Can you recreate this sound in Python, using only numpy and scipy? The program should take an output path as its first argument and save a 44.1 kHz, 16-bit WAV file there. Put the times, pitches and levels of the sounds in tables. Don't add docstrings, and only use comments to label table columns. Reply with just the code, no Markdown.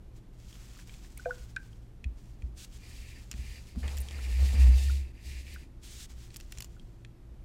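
import sys
import numpy as np
from scipy import signal
from scipy.fft import rfft, irfft, next_fast_len
from scipy.io import wavfile
from scipy.ndimage import uniform_filter1d

SR = 44100
rng = np.random.default_rng(int(sys.argv[2]) if len(sys.argv) > 2 else 0)


def materialize(psi):
    bounded = np.clip(np.atleast_2d(psi).T, -1, 1)
    quanta = np.round(bounded * 32767).astype(np.int16)
    wavfile.write(sys.argv[1], SR, quanta)


N = 328364

# start and length in seconds, hiss, ring and shudder in dB.
PUSHES = [(2.837, 0.36, -61, -60.5, -50.5), (3.38, 0.2, -59, -57, -48.5), (3.684, 0.053, -66, -66, -60),
          (5.15, 0.13, -72.5, -67.5, -77), (5.269, 0.13, -56.5, -55, -39),
          (5.471, 0.083, -58.5, -55, -45.5), (5.595, 0.045, -71.5, -69, -64)]
PUSH_EDGES_S = (0.02, 0.031)


def undb(db):
    return 10 ** (np.asarray(db) / 20)


def unit(x):
    return x / np.sqrt(np.mean(x ** 2))


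def fade(rows, column):
    rows = np.array(rows)
    return undb(np.interp(np.arange(N) / SR, rows[:, 0], rows[:, column], -200, -200))


def add(track, start_s, sound):
    i = int(start_s * SR)
    track[i:i + len(sound)] += sound[:N - i]


def colour(x, points):
    hz, db = np.transpose(points)
    size = next_fast_len(N, real=True)
    log_hz = np.log(np.arange(size // 2 + 1) * SR / size + 1)
    beyond = np.maximum(np.log(hz[0]) - log_hz, 0) + np.maximum(log_hz - np.log(hz[-1]), 0)
    gain = undb(np.interp(log_hz, np.log(hz), db) - 60 * beyond)
    return unit(irfft(rfft(x, size) * gain, size)[:N])


def resonate(x, hz, width_hz):
    b, a = signal.iirpeak(hz, hz / width_hz, SR)
    return signal.lfilter(b, a, signal.lfilter(b, a, x))


def ring(modes, detune=0., length_s=.4):
    t = np.arange(int(length_s * SR)) / SR
    out = np.zeros(len(t))
    for k, (hz, db, t60_s) in enumerate(modes):
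        detuned_hz = hz * (1 + detune * rng.standard_normal())
        out += (-1) ** k * undb(db - 60 * t / t60_s) * np.sin(2 * np.pi * detuned_hz * t)
    return out


def soften(x, rise_s):
    t = np.arange(len(x)) / SR
    return x * (1 - np.exp(-(t / rise_s) ** 2))


def walk(rate_hz):
    hold = int(SR / rate_hz)
    steps = np.repeat(rng.standard_normal(N // hold + 1), hold)
    return unit(uniform_filter1d(uniform_filter1d(steps, hold), hold)[:N])


def friction(grain_db, flutter_db):
    sizes = undb(grain_db * np.minimum(rng.exponential(size=N // 16 + 1), 6))
    grains = rng.standard_normal(N) * np.repeat(sizes, 16)[:N]
    return unit(grains * undb(flutter_db * walk(45)))


def stroke(start_s, length_s, db, drift_db, edges_s):
    t = np.arange(N) / SR - start_s
    attack_s, release_s = edges_s
    gate = np.exp(np.minimum(t, 0) / attack_s - np.maximum(t - length_s, 0) / release_s)
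    return gate * undb(db + drift_db * (np.clip(t / length_s, 0, 1) - .5))


def blows(hits, modes, detune, chatter, chatter_s):
    lead_db, lead_octaves = 8.5, .12
    out = np.zeros(N)
    t = np.arange(SR // 40) / SR
    hz, mode_db, t60_s = np.transpose(modes)
    for start_s, peak_db, db_per_octave, *leading_hz in hits:
        force = chatter * rng.standard_normal(len(t)) * np.exp(-t / chatter_s)
        force[0] = 1
        tilted_db = mode_db + db_per_octave * np.log2(hz / 4000)
        lift_db = sum(lead_db * np.exp(-(np.log2(hz / f) / lead_octaves) ** 2) for f in leading_hz)
        ringing = ring(zip(hz, tilted_db + lift_db, t60_s), detune, length_s=.08)
        sound = signal.fftconvolve(ringing, force)
        add(out, start_s, undb(peak_db) * sound / np.abs(sound).max())
    return out


def reverb(x, wet_db, t60_s):
    t = np.arange(SR // 2) / SR
    tail = soften(rng.standard_normal(len(t)) * 1000 ** (-t / t60_s), rise_s=.006)
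    tail = signal.sosfilt(signal.butter(1, 4500, fs=SR, output="sos"), tail)
    return x + undb(wet_db) * signal.fftconvolve(x, tail / np.linalg.norm(tail))[:N]


def room_tone():
    # frequency in Hz, relative level in dB.
    air_spectrum = [(12, -52), (20, -2), (65, -2), (86, -17.5), (120, -8), (142, -18.5), (168, -16),
                    (262, -22.5), (367, -24), (422, -29.5), (718, -36), (1120, -40.5), (1370, -42.5),
                    (14300, -59), (16000, -87)]
    # frequency in Hz, rms level in dB, start in seconds.
    hum_tones = [(59.1, -57, 1), (115, -60, 0), (258.5, -78, 1), (339.5, -71, 4)]
    air = colour(rng.standard_normal(N), air_spectrum) * undb(-47.8 + 0.22 * walk(6.1))
    hum = np.zeros(N)
    for hz, db, start_s in hum_tones:
        gain = np.sqrt(2) * undb(db + 1.94 * walk(6))
        phase = 2 * np.pi * np.cumsum(hz + 1.537 * walk(9)) / SR
        add(hum, start_s, soften(gain * np.sin(phase), rise_s=0.044))
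    return air + hum


def rustle():
    # time in seconds, relative level in dB.
    tilt_levels = [(.33, -79), (.39, -68), (.52, -62.5), (.92, -61.5), (1.02, -65.5), (1.28, -64.5),
                   (1.35, -59), (1.53, -70), (1.9, -79.5)]
    # start and length in seconds, relative level and drift in dB.
    brushes = [(.165, .01, -68, 0), (1.66, 0.068, -75.5, -1), (2.18, 0.3, -74.5, -10.5),
               (2.66, 1.03, -66.5, 0), (6.105, 0.014, -59.5, 1), (6.205, 0.049, -68.5, 1),
               (6.07, 0.59, -67, 5), (6.71, 0.32, -78.5, -13)]
    # frequency in Hz, relative level in dB.
    cloth_spectrum = [(700, 0.5), (1500, -0.5), (2200, 2), (2900, 2), (3350, 3), (3650, 1), (5000, 2),
                      (7500, 1.5), (10000, -6.5), (16000, -11)]
    gain = fade(tilt_levels, 1) + sum(stroke(*row, edges_s=(0.015, 0.019)) for row in brushes)
    return gain * undb(2) * colour(friction(grain_db=2.15, flutter_db=2.0), cloth_spectrum)


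def glove_scuffs():
    # start and length in seconds, level and drift in dB.
    scuffs = [(2.578, 0.072, -51.5, 3.5), (2.728, 0.047, -61, 3), (5.835, .17, -53, 2.5),
              (6.01, 0.048, -50, -6), (6.338, 0.0065, -55.5, 17)]
    # frequency in Hz, relative level in dB.
    scuff_spectrum = [(800, -18), (1500, -8), (2200, -5.5), (3500, -0.5), (5000, -3), (7300, -2),
                      (9000, -5.5), (10500, -11), (16000, -16)]
    gain = sum(stroke(*row, edges_s=(0.0088, 0.0042)) for row in scuffs)
    return gain * colour(friction(grain_db=0.8, flutter_db=1.0), scuff_spectrum)


def glove_squeaks():
    # start in seconds, relative peak in dB, tilt in dB per octave.
    slips = [(1.1733, -45, -12), (1.176, -31.5, 0), (4.0044, -31, 12), (4.009, -35, 8), (4.0145, -32, 5),
             (4.0195, -37, -1), (5.541, -39, 25)]
    # frequency in Hz, relative level in dB, T60 in seconds.
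    slip_modes = [(8900, 1, 0.0034), (9700, -3, 0.0039), (11200, -7, 0.0064), (13400, -10, 0.0058),
                  (15000, -17, .005)]
    return blows(slips, slip_modes, detune=0.028, chatter=0.19, chatter_s=0.0016) * undb(-3.5)


def plastic_clicks():
    # start in seconds, peak in dB, tilt in dB per octave.
    clicks = [(3.3135, -26.5, 1), (3.319, -37, -6), (3.3285, -40, -7), (3.970, -37, 4), (3.976, -32, -3.5),
              (3.984, -33, 13), (6.361, -32.5, 0), (6.3665, -33.5, 12), (6.4005, -39, -1),
              (6.409, -39.5, -5), (6.5215, -37.5, 5), (6.5232, -35, -6.5), (6.574, -38, -2),
              (6.5845, -32.5, -1), (6.605, -30, 0), (6.623, -31.5, 0), (6.6448, -33.5, 0.5)]
    # frequency in Hz, relative level in dB, T60 in seconds.
    plastic_modes = [(1960, -11.5, 0.0034), (2710, -10, 0.0092), (3450, -9, 0.0029), (4240, -12, 0.0081),
                     (5570, 3.5, 0.0029), (5800, 0, 0.0044), (6930, -0.5, 0.0037), (7600, 0.5, 0.0025),
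                     (9250, -9, 0.0038), (11000, -11.5, 0.0035), (12000, -8, 0.0015),
                     (14570, -18.5, 0.0097)]
    return blows(clicks, plastic_modes, detune=0.025, chatter=.28, chatter_s=0.002)


def knocks():
    # start in seconds, stand gain and table top gain in dB.
    hits = [(2.051, -25.5, -42.5), (2.428, -30, -46), (3.332, -36.5, -42), (3.384, -36.5, -48),
            (3.495, -36.5, -63), (3.763, -32, -28.5), (4.53, -24, -34), (4.582, -25, -39),
            (4.675, -36, -31)]
    # frequency in Hz, relative level in dB, T60 in seconds.
    stand_modes = [(56.1, 1.5, 0.34), (75.2, 2, 0.12)]
    top_modes = [(183.6, -1.5, 0.09), (213, -5, 0.087), (249.7, -7.5, 0.21)]
    out = np.zeros(N)
    for start_s, stand_db, top_db in hits:
        add(out, start_s, undb(stand_db) * soften(ring(stand_modes), rise_s=0.0072))
        add(out, start_s, undb(top_db) * soften(ring(top_modes, detune=0.0264), rise_s=0.0023))
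    return out


def shudder():
    # time in seconds, level in dB.
    shudder_levels = [(3.76, -42), (3.86, -31), (3.94, -37.5), (4.01, -30.5), (4.06, -45.5), (4.22, -36.5),
                      (4.29, -30.5), (4.43, -22), (4.52, -27.5), (4.64, -14), (4.76, -19), (4.8, -26.5),
                      (4.93, -24), (5.04, -36), (5.13, -57)]
    base_hz, sag_hz, sag_at_s, sag_width_s = 68, 13, 4.32, 0.0604
    t = np.arange(N) / SR
    pushes = sum(stroke(start_s, length_s, db, 0, PUSH_EDGES_S) for start_s, length_s, _, _, db in PUSHES)
    effort = fade(shudder_levels, 1) + pushes
    hz = base_hz - sag_hz * np.exp(-((t - sag_at_s) / sag_width_s) ** 2)
    hz *= 1 - 0.303 * effort
    phase = 2 * np.pi * np.cumsum(hz * (1 + 0.0527 * walk(40))) / SR
    swing = effort * undb(1.1 * walk(45)) * np.sqrt(2)
    overtones = undb(-34) * walk(60) * (np.sin(2 * phase) + np.cos(3 * phase))
    return swing * (np.sin(phase) + overtones)


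def drag():
    # time in seconds, then hiss, ring and grind gains in dB.
    drag_levels = [(3.75, -75, -76, -61.5), (3.815, -55.5, -72, -64), (3.84, -54.5, -50.5, -49),
                   (3.92, -54.5, -55.5, -61), (4.06, -59, -64, -62), (4.16, -57, -54, -60.5),
                   (4.46, -49.5, -51.5, -59.5), (4.64, -50, -47, -54), (4.71, -56.5, -52, -53.5),
                   (4.79, -49, -51.5, -61.5), (4.87, -48, -51, -62.5), (5.0, -58, -59.5, -71.5),
                   (5.12, -77, -65.5, -92)]
    # frequency in Hz, relative level in dB.
    hiss_spectrum = [(2900, -2.5), (3200, -5.5), (3700, -2.5), (5000, -3.5), (6000, -6), (7400, -5.5),
                     (10000, -10.5), (13500, -15.5), (16000, -19)]
    body_spectrum = [(1660, -7), (1770, 0.5), (1900, 0.5), (2130, 2), (2420, 1), (2780, 0), (3050, -9.5)]
    grind_spectrum = [(120, -7), (200, 3.5), (330, -6), (480, -1.5), (640, -5.5), (800, -5), (1080, -11),
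                      (1270, -9.5), (1400, -13), (1700, -12.5)]
    # frequency and width in Hz, relative level in dB.
    sharp_modes = [(1810, 105, -4.5), (2405, 166, 2.5), (2633, 180, -3), (2790, 100, -9), (4720, 360, 1.5)]
    hiss = colour(friction(grain_db=1.26, flutter_db=1.58), hiss_spectrum) * undb(1)
    slips = friction(grain_db=2.5, flutter_db=1.5)
    singing = sum(undb(db + 5.5 * walk(22)) * resonate(slips, hz, width_hz)
                  for hz, width_hz, db in sharp_modes)
    body = colour(slips, body_spectrum) * undb(-1) + unit(singing) * undb(-6.5)
    grind = colour(friction(grain_db=1.5, flutter_db=2.24), grind_spectrum) * undb(4.5)
    out = hiss * fade(drag_levels, 1) + body * fade(drag_levels, 2) + grind * fade(drag_levels, 3)
    treble = signal.sosfiltfilt(signal.butter(2, 5500, "high", fs=SR, output="sos"), hiss)
    rubbing = hiss + (undb(-0.5) - 1) * treble + undb(-17) * grind
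    for start_s, length_s, hiss_db, ring_db, _ in PUSHES:
        gain = stroke(start_s, length_s, hiss_db, 0, PUSH_EDGES_S)
        out += gain * (rubbing + undb(ring_db - hiss_db) * body)
    return out


def taps():
    # start in seconds, peak in dB, tilt in dB per octave, leading pitch in Hz.
    hits = [(.528, -45, 10, 3270), (.8945, -41.5, 0, 1920), (.940, -46, 7, 1950), (1.047, -48, -2, 1940),
            (1.563, -34.5, 11.5, 4000), (1.7306, -53, 10, 3270), (2.0425, -33, 6, 2500),
            (2.4215, -44.5, 7, 2580), (3.3394, -39.5, 5, 1880), (3.831, -39.5, -14, 1900),
            (3.8797, -33, 13.5, 3270), (4.0862, -34.5, 10, 3270), (4.110, -35, 10, 3270),
            (6.3047, -45.5, 7, 4400), (6.7966, -46.5, 10, 3270), (7.0485, -39.5, 3.5, 1940)]
    # frequency in Hz, relative level in dB, T60 in seconds.
    tap_modes = [(1790, 3, 0.009), (2470, 3, 0.014), (3260, -1, 0.011), (3830, -7.5, 0.015),
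                 (4420, -7, 0.0085), (5700, -5.5, 0.0034), (7140, -14.5, 0.0098), (8780, -15, 0.0051)]
    return blows(hits, tap_modes, detune=0.015, chatter=0.08, chatter_s=0.003)


def air_pocket():
    start_hz, shrunk_hz, shrink_at_s, shrink_s = 684.5, 1420, .044, .0048
    level_db, t60_s = -29, 0.13
    t = np.arange(SR // 4) / SR
    shrunk = (1 + np.tanh((t - shrink_at_s) / (2 * shrink_s))) / 2
    hz = start_hz + (shrunk_hz - start_hz) * shrunk
    return undb(level_db - 60 * t / t60_s) * np.sin(2 * np.pi * np.cumsum(hz) / SR)


def water():
    # frequency in Hz, level in dB, T60 in seconds.
    air_column_modes = [(496.7, -28.5, 0.24), (550, -23.5, 0.023)]
    # start in seconds, pitch in Hz, level in dB before onset rounding, T60 in seconds.
    plinks = [(.767, 1250, -43, .013), (.791, 1700, -33, 0.0063), (1.173, 2250, -32, 0.0073),
              (1.1948, 1490, -37.5, .034), (1.249, 2410, -44.5, 0.054), (1.2565, 1543, -26, 0.029),
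              (1.3065, 1467, -22, 0.044), (1.5648, 1544, -20, 0.032), (1.562, 1648, -31, .027),
              (1.5639, 2434, -29.5, 0.023), (4.187, 1420, -40, .017), (4.896, 1430, -35, 0.035),
              (5.560, 1485, -33, 0.019), (6.765, 1450, -46, 0.018)]
    plunge_s, burst_db, burst_decay_s = 1.257, -21.5, 0.0093
    out = np.zeros(N)
    add(out, plunge_s, soften(air_pocket(), rise_s=.001))
    add(out, plunge_s, soften(ring(air_column_modes), rise_s=0.00057))
    t = np.arange(SR // 20) / SR
    for start_s, hz, db, t60_s in plinks:
        add(out, start_s, soften(ring([(hz, db, t60_s)]), rise_s=0.002))
        burst = unit(resonate(rng.standard_normal(len(t)), hz, width_hz=hz / 4))
        add(out, start_s, undb(db + burst_db) * burst * np.exp(-t / burst_decay_s))
    return out


def scene():
    small_sounds = water() + taps() + plastic_clicks() + glove_squeaks()
    echoed = reverb(small_sounds, wet_db=-24.5, t60_s=0.38)
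    return (echoed + knocks() + rustle() + glove_scuffs() + drag() + shudder() + room_tone())[None]


def record(dry):
    return signal.sosfilt(signal.ellip(10, .2, 70, 15800, fs=SR, output="sos"), dry)


dry = scene()
out = record(dry)
materialize(out)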